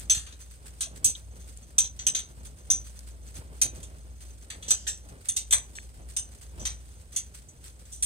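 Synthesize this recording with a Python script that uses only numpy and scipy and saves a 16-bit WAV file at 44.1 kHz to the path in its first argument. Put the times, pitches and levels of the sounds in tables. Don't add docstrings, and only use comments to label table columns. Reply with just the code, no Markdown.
import sys
import numpy as np
from scipy import signal
from scipy.fft import rfft, irfft
from scipy.io import wavfile
from scipy.ndimage import uniform_filter1d

SR = 44100
rng = np.random.default_rng(int(sys.argv[2]) if len(sys.argv) > 2 else 0)


def pcm_store(signal):
    levels = np.round(np.clip(np.atleast_2d(signal), -1, 1) * 32767)
    wavfile.write(sys.argv[1], SR, levels.astype(np.int16).T)


N = 355005
TIME = np.arange(N) / SR

# (t/s, level/dB)
HUM_LEVEL = [(0.0, -47.5), (0.18, -44.5), (0.4, -49), (1.15, -46.5), (1.85, -49.5), (2.4, -47),
             (3.4, -45.5), (4.3, -45.5), (4.55, -54), (4.76, -47), (5.2, -51), (6.0, -46.5), (6.47, -51.5),
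             (6.63, -37.5), (6.95, -51.5), (7.5, -50.5), (8.05, -49.5)]
# (t/s, depth/dB, length of each side/s)
HUM_DIPS = [(2.11, 24, 0.028), (2.269, 18, 0.028), (2.592, 23, 0.03), (5.254, 30, 0.09), (7.513, 9, 0.028)]
HUM_HZ, HUM_WAVER_DB, HUM_WAVER_HZ = 60.0, 1.5, 8.0
HUM_PHASE_RAD = 0.45

# (t/s, level/dB)
ROLL_LEVEL = [(0.0, -78), (0.27, -63), (2.71, -61.5), (3.07, -62.5), (3.81, -58.5), (4.03, -62.5),
              (6.55, -61.5), (8.05, -64)]
# (t of peak/s, level/dB, length of each side/s)
TREADS = [(0.045, -53.5, 0.038), (0.164, -59, .035), (0.66, -62.5, 0.058), (0.95, -54.5, 0.0404),
          (1.063, -49.5, 0.034), (1.383, -57.5, 0.053), (1.844, -55.5, 0.02), (2.106, -57, 0.066),
          (2.302, -55.5, 0.011), (2.423, -56, 0.032), (2.727, -54, 0.049), (3.397, -53.5, 0.035),
          (3.53, -56.5, 0.034), (3.654, -47, 0.02), (3.78, -50.5, 0.044), (3.948, -59, 0.041),
          (4.588, -57, 0.046), (4.71, -56, .04), (4.9, -64, 0.048), (5.124, -53.5, 0.0518),
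          (5.553, -63, 0.05), (6.003, -55, 0.018), (6.611, -45.5, .03)]
# (f/Hz, relative level per Hz/dB)
RUMBLE_COLOUR = [(20, -30.5), (35, -5), (48, -1.5), (80, 3), (105, -4.5), (160, -9.5), (250, -24),
                 (600, -51)]
# (f/Hz, relative level per Hz/dB)
TURF_COLOUR = [(80, -19), (200, 2), (300, -1), (550, -3), (900, -10), (1500, -14.5), (3000, -21),
               (8000, -36)]
ROLL_GAIN_DB, RUMBLE_DB = 1, -52
RUMBLE_PER_TURF = 0.62

# (t/s, peak level/dB, f/Hz)
BUMPS = [(0.169, -28.5, 69), (1.06, -32.5, 68.5), (1.388, -52, 130), (3.39, -30, 88), (4.729, -46.5, 85),
         (5.55, -34, 69.6), (5.989, -33, 80), (6.6, -34.5, 74.3), (6.719, -38, 83.5)]

# (start t/s, relative level/dB)
SWISHES = [(0.0, -48), (0.401, -51.5), (0.5, -58), (0.653, -52.5), (0.76, -62), (0.949, -56), (1.159, -52),
           (1.395, -56), (1.473, -55), (1.56, -58.5), (1.605, -59), (2.29, -61), (2.447, -52), (2.568, -57),
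           (2.842, -53.5), (2.95, -54.5), (3.07, -54.5), (3.255, -55.5), (3.341, -49), (3.54, -59),
           (3.746, -51), (4.204, -50.5), (4.28, -57), (4.408, -60), (5.08, -59.5), (5.243, -53.5),
           (5.819, -56), (6.08, -55.5), (6.31, -56), (6.41, -56), (6.73, -72), (6.825, -64), (6.878, -60),
           (7.12, -50), (7.26, -62), (7.338, -51.5), (7.638, -50), (7.79, -59), (7.85, -58)]
# (f/Hz, relative level per Hz/dB)
BRUSH_COLOUR = [(600, -14.5), (1500, 1), (3500, -0.5), (5200, 1.5), (6200, -1), (7100, 1), (7900, 8.5),
                (9300, 9), (10800, -16), (13000, -3.5), (16000, -12)]
BRUSH_FLOOR_DB = -62.5
SWISH_RISE_S, SWISH_HOLD_S, SWISH_FALL_S = 0.002, 0.02, 0.034
TOUCH_SHARE, TOUCH_T60_S = 0.4, 0.13
JINGLE_DB, JINGLES_PER_S = -5, 72
JINGLE_T60_S = 0.07

# (t/s, peak level/dB, f/Hz, bandwidth/Hz, time of the burst to die by 60 dB/s)
SNAPS = [(.866, -46.5, 660, 129, 0.069), (1.151, -31, 3560, 724, 0.05), (1.2, -48, 3700, 1200, 0.01),
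         (1.573, -30.5, 8300, 3000, 0.0092), (2.991, -30.5, 7900, 6940, 0.02), (3.626, -53, 940, 200, .04),
         (4.975, -34, 7900, 3000, .006), (5.583, -19, 7200, 5000, 0.012), (5.785, -26, 1950, 900, 0.0078)]

# (t/s, force/dB, extra steel ring/dB, extra depth/dB, extra brightness/dB,
# favoured high f/Hz, basic time to die by 60 dB/s, limited and scaled per mode below)
KNOCKS = [(0.097, -21.5, 4.5, 0, -2, 7960, 0.17), (0.143, -41, 3, 16, 5.5, 7240, 0.29),
          (0.261, -52, 2.5, 20, -1, 9200, 0.21), (0.32, -51, -3, 16, -6, 8540, .12),
          (0.806, -33.5, 0.5, 8.5, 2, 8900, 0.17), (0.825, -33, 1, 1, -4, 9400, 0.13),
          (1.0432, -22, 4, -5.5, 3.5, 8360, 0.19), (1.7816, -20, 6, -3, -3.5, 8370, .16),
          (1.842, -33, 5.5, -2, -14, 8600, 0.13), (1.989, -41, 4.5, 9, -11, 7660, 0.2),
          (2.066, -19.5, -1.5, -0.5, -5, 8100, 0.13), (2.148, -23.5, 2, 0, -11.5, 8100, 0.19),
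          (2.19, -37, -6, 10, -1.5, 8300, 0.088), (2.701, -23.5, 5.5, -5, -5, 8920, 0.17),
          (3.6143, -17, -0.5, -4, -4, 9200, 0.15), (3.827, -43, -0.5, 2, -1, 8800, 0.13),
          (4.499, -47, 4.5, 24.5, 4, 7640, 0.17), (4.622, -47, 2, 10, -4, 8200, 0.38),
          (4.68, -33, 3.5, -4, -7.5, 7840, 0.49), (4.705, -24.5, 6.5, 7, 1, 7840, 0.13),
          (4.866, -42, 0, 24.5, 3, 8300, 0.14), (4.875, -28, -1.5, -5, -6, 7700, 0.2),
          (5.285, -34.5, 6.5, 3.5, 2.5, 8960, 0.15), (5.363, -27, -0.5, 1.5, -3, 8360, .18),
          (5.507, -33.5, 1, 6.5, 2, 7940, 0.25), (5.524, -28, 4.5, 17, 7, 8280, .14),
          (5.75, -49.5, 6, 7.5, 2.5, 7800, 0.22), (6.164, -27.5, -2.5, -1, -3.5, 8360, 0.17),
          (6.594, -42.5, 0, -4, -9.5, 7800, 0.64), (6.652, -29, -1, 7, -7, 8470, .19),
          (7.161, -27.5, -0.5, -2.5, -1.5, 8970, .16), (7.483, -55.5, 6, -13, 0, 7740, 0.12),
          (7.918, -49.5, 5.5, -8, -1, 8460, 0.6), (8.023, -30.5, -0.5, 2, 2.5, 8830, 0.26)]
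# (f/Hz, relative level/dB, factor on the ring time)
FITTINGS = [(1275, -25, 1.1), (1590, -23, 1.1), (2476, -23, 1), (3203, -18, 1), (3487, -15, 1),
            (3608, -13, 1), (4232, -12.5, 1), (4462, -14, 1), (5732, -7, 1.1), (6049, -4.5, 1.3),
            (6135, -4, 1.2), (6180, 0, 1.25), (6228, -5, 1.15), (6374, -6.5, 1), (6562, -5.5, 1),
            (6741, -7, 1), (7730, -6, 1), (7830, -5, 1.05), (7915, -5, 1.05), (7995, -6, 1), (8209, -7, .9),
            (8425, -7, .9), (8724, -7, .9), (8994, -6, .9), (9054, -7, .9)]
# (f/Hz, relative level per Hz/dB)
FRAME_COLOUR = [(200, -21.5), (1000, -12.5), (1500, -10), (2200, -5.5), (3450, 7), (3950, 3.5), (4350, 2),
                (5400, 2.5), (6250, 8), (7250, 15.5), (9100, 15), (10700, -6.5), (13000, 10.5), (16000, -8)]
# (f/Hz, factor on the ring time)
FRAME_RING = [(800, 1.85), (2100, 1.19), (6000, 0.92), (9000, 0.9), (14000, 0.59)]
RAGGED_DB = 5.5
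LONGEST_RING_S = 0.21
CLATTER_DB, CLATTER_PER_DEPTH = -1.5, 0.62
PAN_DB, PAN_PER_DEPTH = 0.35, 0.08

LEFT_LAG_S = 0.0002885
EDGE_HZ = 15900


def gain_of(db):
    return 10 ** (np.asarray(db) / 20)


def evened(x):
    return x / np.sqrt(np.mean(x ** 2) + 1e-20)


def read(points, hz):
    f, value = np.transpose(points)
    return np.interp(np.log(hz + 1), np.log(f + 1), value)


def follow(points):
    t, value = np.transpose(points)
    return np.interp(TIME, t, value)


def add(mix, s, sound):
    part = mix[:, round(s * SR):][:, :sound.shape[1]]
    part += sound[:, :part.shape[1]]


def drift(hz):
    f = np.fft.rfftfreq(N, 1 / SR)
    return evened(irfft(rfft(rng.standard_normal(N)) * np.exp(-(f / hz) ** 2), N))


def noise_pair(size, alike):
    shared, *own = rng.standard_normal((3, size))
    alike = np.clip(alike, 0, 1)
    return np.sqrt(alike) * shared + np.sqrt(1 - alike) * np.array(own)


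def coloured(x, spectrum):
    hz = np.fft.rfftfreq(N, 1 / SR)
    return evened(irfft(rfft(x) * gain_of(read(spectrum, hz)), N))


def hump(s, rise_s, fall_s):
    side_s = np.where(TIME < s, rise_s, fall_s)
    return np.exp(-np.minimum(((TIME - s) / side_s) ** 2, 50))


def hum():
    turns = np.cumsum(HUM_HZ + 0.36 * drift(hz=2.95)) / SR
    phase = np.array([[0], [HUM_PHASE_RAD]])
    tone = np.sqrt(2) * np.sin(2 * np.pi * turns + phase)
    dips_db = sum(db * hump(s, length, length) for s, db, length in HUM_DIPS)
    level_db = follow(HUM_LEVEL) - dips_db + HUM_WAVER_DB * drift(hz=HUM_WAVER_HZ)
    return tone * gain_of(level_db + np.array([[0.5], [-0.7]]))


def rolling():
    treads = sum(gain_of(db) ** 2 * hump(s, length, length) for s, db, length in TREADS)
    power = gain_of(follow(ROLL_LEVEL) + ROLL_GAIN_DB) ** 2 + treads
    turf_swell = np.sqrt(power) * gain_of(0.78 * drift(hz=7.8))

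    rumble_swell = evened(turf_swell ** RUMBLE_PER_TURF) * gain_of(RUMBLE_DB + 0.5 * drift(hz=18))
    rumble = coloured(noise_pair(N, alike=0.97), RUMBLE_COLOUR) * rumble_swell

    crush = noise_pair(N, alike=0.75) * gain_of(1.73 * drift(hz=65.4))
    turf = coloured(crush, TURF_COLOUR) * turf_swell * gain_of(-0.3)
    return rumble + turf


def bumps(size=12000):
    out, t = np.zeros((2, N)), np.arange(size) / SR
    swell = t / 0.0034
    envelope = swell * np.exp(1 - swell)
    for s, db, hz in BUMPS:
        add(out, s, gain_of(db - 3.0) * envelope * np.sin(2 * np.pi * hz * t)[None])
    return out


def swish(start_s, size=16000):
    t, out = np.arange(size) / SR, np.zeros((1, N))
    rise = 1 - np.exp(-t / SWISH_RISE_S)
    fall = np.exp(-np.maximum(t - SWISH_HOLD_S, 0) / SWISH_FALL_S)
    add(out, max(start_s, 0), (rise * fall)[None])
    return out[0]


def steel_ring(t60, size, spread_db=9.5, waver=0.9):
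    t = np.arange(size) / SR
    hz, db, ring = np.transpose(FITTINGS)
    luck = rng.uniform(-0.91, 1, (len(FITTINGS), 6)).T
    strength = gain_of(db - 8.5 + spread_db * luck[0] + 0.69 * luck[1:3])
    phase = np.pi * luck[3] + 0.74 * luck[4:6]
    poles = 2j * np.pi * hz - np.log(1000) / (min(t60, LONGEST_RING_S) * ring)
    swing_hz, start = rng.uniform(-77.5, 72.0, (len(hz), 1)), rng.random((len(hz), 1))
    swing = 1 + waver * np.exp(2j * np.pi * (swing_hz * t + start))
    modes = np.exp(poles[:, None] * t) * swing
    return ((strength * np.exp(1j * phase)) @ modes).real


def brushing(touches_per_s=30, size=6000):
    touches = (rng.random(N) < touches_per_s / SR) * rng.uniform(0.029, 1, N)
    fade = np.exp(-2 * np.log(1000) / (TOUCH_T60_S * SR))
    dying = signal.lfilter([1], [1, -fade], touches)
    power = 1 - TOUCH_SHARE + TOUCH_SHARE * dying / dying.mean()
    grain = noise_pair(N, alike=0.128) * np.sqrt(power) * gain_of(1.5 * drift(hz=250))

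    swish_power = sum((gain_of(db) * swish(s)) ** 2 for s, db in SWISHES)
    swell = np.sqrt(gain_of(BRUSH_FLOOR_DB) ** 2 + swish_power)
    rustle = coloured(grain, BRUSH_COLOUR) * swell * gain_of(2.5)

    shakes = evened((rng.random(N) < JINGLES_PER_S / SR) * rng.uniform(-1, 1, N))
    buckle = steel_ring(JINGLE_T60_S, size)
    buckle = buckle / np.linalg.norm(buckle[0])
    jingle = signal.oaconvolve((shakes * swell)[None], buckle, axes=1)[:, :N]
    return rustle + jingle * gain_of(JINGLE_DB)


def snaps(size=4000):
    out, t = np.zeros((2, N)), np.arange(size) / SR
    for s, db, hz, width_hz, t60 in SNAPS:
        burst = noise_pair(size, alike=0.16) * gain_of(-60 * t / t60)
        band = np.clip([hz - width_hz / 2, hz + width_hz / 2], 20, SR / 2 - 1)
        bandpass = signal.butter(3, band, "bandpass", fs=SR, output="sos")
        click = signal.sosfilt(bandpass, burst)
        add(out, s, gain_of(db) * click / abs(click).max())
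    return out


def frame_ring(t60, size, ragged_decay=0.12):
    hz, when, z = signal.stft(noise_pair(size, alike=0.22), SR, nperseg=512)
    broad, fine, lasting = rng.standard_normal((3, len(hz)))
    clusters = np.tanh(evened(uniform_filter1d(broad, size=3)) + 0.5 * fine)
    decay = t60 * read(FRAME_RING, hz) * np.exp(ragged_decay * (clusters + np.tanh(lasting)))
    start_db = read(FRAME_COLOUR, hz) + RAGGED_DB * clusters
    z = z * gain_of(start_db[:, None] - 60 * when / decay[:, None])
    return gain_of(-0.5) * signal.istft(z, SR, nperseg=512)[1][:, :size]


def knock(force_db, ring_db, depth_db, bright_db, favoured_hz, t60, size=20000):
    t, hz = np.arange(size) / SR, np.fft.rfftfreq(2 * size, 1 / SR)
    t60 = np.clip(t60, 0.03, 0.5)
    clatter_db = CLATTER_DB + CLATTER_PER_DEPTH * depth_db
    pan_db = PAN_DB + PAN_PER_DEPTH * depth_db
    sound = gain_of(-1.2) * frame_ring(t60, size) + gain_of(ring_db) * steel_ring(t60, size)

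    colour = [(1200, depth_db - 4.5), (1900, depth_db + 0.5), (2800, clatter_db), (4600, clatter_db),
              (5300, 0.5), (5700, 0.5), (6150, 1.0), (6600, -0.5),
              (7400, bright_db - 5), (7900, bright_db - 3.5),
              (10000, bright_db + 0.5), (12500, bright_db - 9.0)]
    favour_db = 8.9 * np.exp(-((hz - favoured_hz) / 240) ** 2)
    colour_db = read(colour, hz) + favour_db
    sound = irfft(rfft(sound, 2 * size) * gain_of(colour_db))[:, :size]

    rise_s = np.interp(force_db, [-50, -30], [0.004, 0.001])
    onset = (1 - np.exp(-(t / rise_s) ** 2)) * (1 - 0.48 * np.exp(-t / 0.0032))
    return sound * onset * gain_of(force_db + np.array([[pan_db], [-pan_db]]) / 2)


def harness():
    out = np.zeros((2, N))
    for s, *blow in KNOCKS:
        add(out, s, knock(*blow))
    return out * gain_of(1.0 * drift(hz=218))


def scene():
    left, right = hum() + rolling() + bumps() + brushing() + snaps() + harness()
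    late = np.exp(-2j * np.pi * np.fft.rfftfreq(N, 1 / SR) * LEFT_LAG_S)
    return np.array([irfft(rfft(left) * late, N), right])


def record(dry):
    hz = np.fft.rfftfreq(N, 1 / SR)
    balance_db = read([(1000, -0.5), (3000, -0.4), (7000, 0.6), (9000, -3.5), (11500, -8.5), (14000, -4)], hz)
    bass_db = read([(15, -26.0), (30, -13.0), (42, 0.5)], hz)
    tone_db = bass_db + np.array([balance_db, -balance_db]) / 2
    heard = irfft(rfft(dry) * gain_of(tone_db), N)
    lowpass = signal.firwin(511, EDGE_HZ, window=("kaiser", 9), fs=SR)
    return signal.oaconvolve(heard, lowpass[None], "same")


dry = scene()
out = record(dry)
pcm_store(out)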